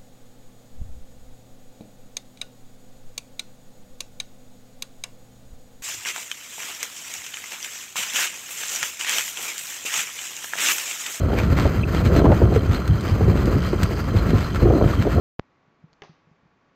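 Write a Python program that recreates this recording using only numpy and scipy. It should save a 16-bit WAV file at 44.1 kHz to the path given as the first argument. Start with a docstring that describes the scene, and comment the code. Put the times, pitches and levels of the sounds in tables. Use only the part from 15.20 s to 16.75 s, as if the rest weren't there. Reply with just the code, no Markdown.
"""Cat's tail on a desk.

A quiet room with a faint fan. The microphone comes on with a pop; the tail thumps the desk top softly
and flops a few more times. Its fur brushes the wood and ticks against cables. Something plastic
clicks once, with a short echo from the room."""
import sys
import numpy as np
from scipy import signal
from scipy.fft import rfft, irfft
from scipy.io import wavfile
from scipy.ndimage import uniform_filter1d

SR = 44100
rng = np.random.default_rng(int(sys.argv[2]) if len(sys.argv) > 2 else 0)


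def wrap_up_sound(samples):
    """Save the sound to the file named by the first command line argument, as 16-bit audio."""
    columns = np.atleast_2d(samples).T
    # keep every value between -1 and 1, then stretch to whole-number steps
    tamed = np.clip(columns, -1, 1)
    steps = np.round(tamed * 32767).astype(np.int16)
    wavfile.write(sys.argv[1], SR, steps)


N = 68355
T = np.arange(N) / SR

# room noise spectrum: f/Hz, level/dB
AIR_SPECTRUM = [(20, -15), (60, -8), (150, -.5), (300, -3.5), (500, -7), (800, -8), (1150, -8.5),
                (1600, -12), (2350, -14.5), (2900, -21), (4200, -25.5), (6300, -32), (8000, -27)]
# fan tones: f/Hz, level/dB
FAN_TONES = [(851, -82), (1130, -76.5), (1427, -85.5)]
# echo spectrum: f/Hz, level/dB
ECHO_SPECTRUM = [(60, -25), (150, 4), (400, 5), (1000, 6), (1600, -2), (3000, -6), (4500, -7), (6000, -9.5),
                 (7000, -20)]
# diffuse echo decay: f/Hz, t60/s
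ECHO_DECAY = [(300, .36), (1000, .33), (2500, 0.63), (6000, 0.47)]
# fur envelope: t/s, level/dB
FUR_ENVELOPE = [(.68, -100), (.74, -75.5), (1.0, -88), (1.12, -78), (1.2, -89.5), (1.55, -81)]
# fur spectrum: f/Hz, level/dB
FUR_SPECTRUM = [(300, -9.5), (2000, -2.5), (4500, -1.5), (7000, -2)]
# cable contacts: t/s, level/dB
CABLE_HITS = [(0.7311, -48.5), (0.7363, -53.5)]
# cable modes: f/Hz, level/dB, t60/s
CABLE_MODES = [(1000, -5.5, .006), (2240, -6.5, 0.0047), (3260, -7, 0.0041), (4450, 1.5, 0.0036),
               (4900, -10, 0.0018), (6600, -5, 0.0033)]
# filter rounding the pop's edges: f/Hz, level/dB
POP_FILTER = [(1000, 1.5), (2000, -1.35), (3200, -3.5), (4000, -6.5), (5000, -9), (6300, -14.5),
              (7200, -15), (8000, -22)]
# plastic contacts: t/s, level/dB
PLASTIC_HITS = [(0.8205, -39), (0.8227, -42.5)]
# shell modes: f/Hz, level/dB, t60/s
PLASTIC_MODES = [(422, -1.5, 0.046), (578, -7, .03), (812, -4.5, 0.059), (1210, -7, 0.034),
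                 (1635, -2.5, 0.03), (2080, -1.5, 0.027), (2940, 1, 0.011), (3390, -4.5, 0.015),
                 (4430, -11, .012), (5240, -10.5, 0.024), (5650, -21.5, 0.02), (6030, -17, 0.013)]
# crack spectrum: f/Hz, level/dB
CRACK_SPECTRUM = [(60, -29), (300, -1), (500, 1), (2500, 11.5), (4000, -4), (6500, -14)]
# tail on desk: t/s, level/dB, contact/s, t60/s
TAIL_HITS = [(0.4772, -50, 0.0022, 0.042), (0.6244, -53.5, 0.0025, 0.089), (0.6371, -35.5, 0.0064, 0.047),
             (0.7233, -51.5, .003, 0.061), (0.8245, -49.5, 0.0066, 0.12), (0.8932, -41, 0.0022, 0.11),
             (1.0689, -47, 0.006, 0.063), (1.1135, -47.5, 0.0012, 0.077), (1.2315, -51, 0.0022, .03),
             (1.2541, -50.5, .003, 0.067)]
# desk modes: f/Hz, level/dB, share of the hit's t60
DESK_MODES = [(159.3, 0, 0.98), (120, -16.5, 0.32), (196, -17.5, 0.51), (319.5, -12, 0.5), (532, -22, .4)]
# microphone treble response: f/Hz, level/dB
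MIC_RESPONSE = [(5500, -0.5), (6400, -0.5), (7000, -7), (7600, -13), (8300, -24)]

MIC_ON_S = .19262
LN_1000 = np.log(1000)  # 60 dB of decay
RING_T = T[:SR // 2]


def amp(db):
    """Decibels to gain."""
    return 10 ** (np.asarray(db) / 20)


def unit_rms(x):
    """Scales to rms 1."""
    return x / np.sqrt(np.mean(x ** 2) + 1e-20)


def lookup(table, hz):
    """Interpolates on a log-frequency axis."""
    table_hz, value = np.transpose(table)
    return np.interp(np.log(hz + 1), np.log(table_hz + 1), value)


def colour(x, spectrum):
    """Zero-phase filter from a table of f/Hz, level/dB."""
    size = 2 * len(x)
    gain = amp(lookup(spectrum, np.fft.rfftfreq(size, 1 / SR)))
    return irfft(rfft(x, size) * gain, size)[:len(x)]


def add(mix, start_s, sound):
    """Mixes a sound in at start_s."""
    part = mix[round(start_s * SR):][:len(sound)]
    part += sound[:len(part)]


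def ring(modes, t60_scale=1):
    """Damped sines of a struck object."""
    return sum(amp(db) * np.exp(-LN_1000 * RING_T / (t60 * t60_scale)) * np.sin(2 * np.pi * hz * RING_T)
               for hz, db, t60 in modes)


def air_and_fan(air_db=-64, waver_rms_hz=3):
    """Steady room noise and a thin, wavering fan whine."""
    out = amp(air_db) * unit_rms(colour(rng.standard_normal(N), AIR_SPECTRUM))
    for hz, db in FAN_TONES:
        waver_hz = waver_rms_hz * unit_rms(uniform_filter1d(rng.standard_normal(N), size=2000))
        phase = 2 * np.pi * np.cumsum(hz + waver_hz) / SR
        out += amp(db) * unit_rms(np.sin(phase))
    return out


def room_echo(x, delay_s=.0145, diffuse_db=-1, early_db=-3.5, early_tau_s=.011):
    """Early reflections plus a diffuse decay."""
    size = len(RING_T)
    hz, frame_s, bands = signal.stft(rng.standard_normal(size), SR, nperseg=256)
    decay = np.exp(-LN_1000 * frame_s / lookup(ECHO_DECAY, hz)[:, None])
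    diffuse = signal.istft(bands * decay, SR, nperseg=256)[1][:size]
    early = rng.standard_normal(size) * np.exp(-RING_T / early_tau_s)
    response = amp(diffuse_db) * diffuse / np.linalg.norm(diffuse)
    response += amp(early_db) * early / np.linalg.norm(early)
    out = np.zeros(N)
    add(out, delay_s, signal.fftconvolve(x, colour(response, ECHO_SPECTRUM)))
    return out


def fur_hiss():
    """Fur sliding over the desk."""
    envelope = amp(np.interp(T, *np.transpose(FUR_ENVELOPE)))
    return envelope * unit_rms(colour(rng.standard_normal(N), FUR_SPECTRUM))


def cable_ticks():
    """The tail brushes cables: tiny dry contacts."""
    out = np.zeros(N)
    for start_s, db in CABLE_HITS:
        add(out, start_s, amp(db) * ring(CABLE_MODES))
    return out


def switch_on_pop(drop_db=-26, sag_db=-11, sag_power=2.93, sag_s=.00328, coupling_hz=(88, 62)):
    """The mic's offset voltage drops, sags and snaps back; two coupling stages drain it."""
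    progress = np.clip((T - MIC_ON_S) / sag_s, 0, 1)
    sagging = (progress > 0) & (progress < 1)
    offset = -(amp(drop_db) + amp(sag_db) * progress ** sag_power) * sagging
    for hz in coupling_hz:
        offset = signal.lfilter(*signal.butter(1, hz, "high", fs=SR), offset)
    return colour(offset, POP_FILTER)


def plastic_click(crack_db=-4.5, crack_tau_s=.0057):
    """A hard contact cracks and rings a plastic shell, then catches again."""
    out = np.zeros(N)
    for start_s, db in PLASTIC_HITS:
        crack = amp(crack_db) * np.exp(-RING_T / crack_tau_s) * rng.standard_normal(len(RING_T))
        add(out, start_s, amp(db) * (ring(PLASTIC_MODES) + colour(crack, CRACK_SPECTRUM)))
    return out


def crack_impulse(boost_db=26.5):
    """The shell's first crack as it enters the room: one sharp pulse."""
    out = np.zeros(N)
    start_s, db = PLASTIC_HITS[0]
    out[round(start_s * SR)] = amp(db + boost_db)
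    return out


def tail_thumps():
    """The furry tail presses on the desk top; longer contact builds the ring more gently."""
    out = np.zeros(N)
    for start_s, db, contact_s, t60_s in TAIL_HITS:
        attack = 1 - np.exp(-(RING_T / contact_s) ** 2)
        makeup = np.exp(LN_1000 * contact_s / t60_s)  # offsets decay during contact
        add(out, start_s, -amp(db) * attack * makeup * ring(DESK_MODES, t60_s))
    return out


def scene(click_send_db=-19, thump_send_db=-22.5):
    """Mono mix; only click and thumps feed the echo."""
    thumps, click = tail_thumps(), plastic_click()
    echo = room_echo(crack_impulse() + amp(click_send_db) * click + amp(thump_send_db) * thumps)
    return (thumps + click + cable_ticks() + fur_hiss() + air_and_fan() + echo)[None]


def record(dry):
    """Silent until the microphone pops on; dull treble, band limit."""
    live = colour(dry[0] * (T > MIC_ON_S) + switch_on_pop(), MIC_RESPONSE)
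    lowpass = signal.firwin(255, cutoff=7900, window=("kaiser", 8), fs=SR)
    return signal.oaconvolve(live, lowpass, "same")[None]


dry = scene()
out = record(dry)
wrap_up_sound(out)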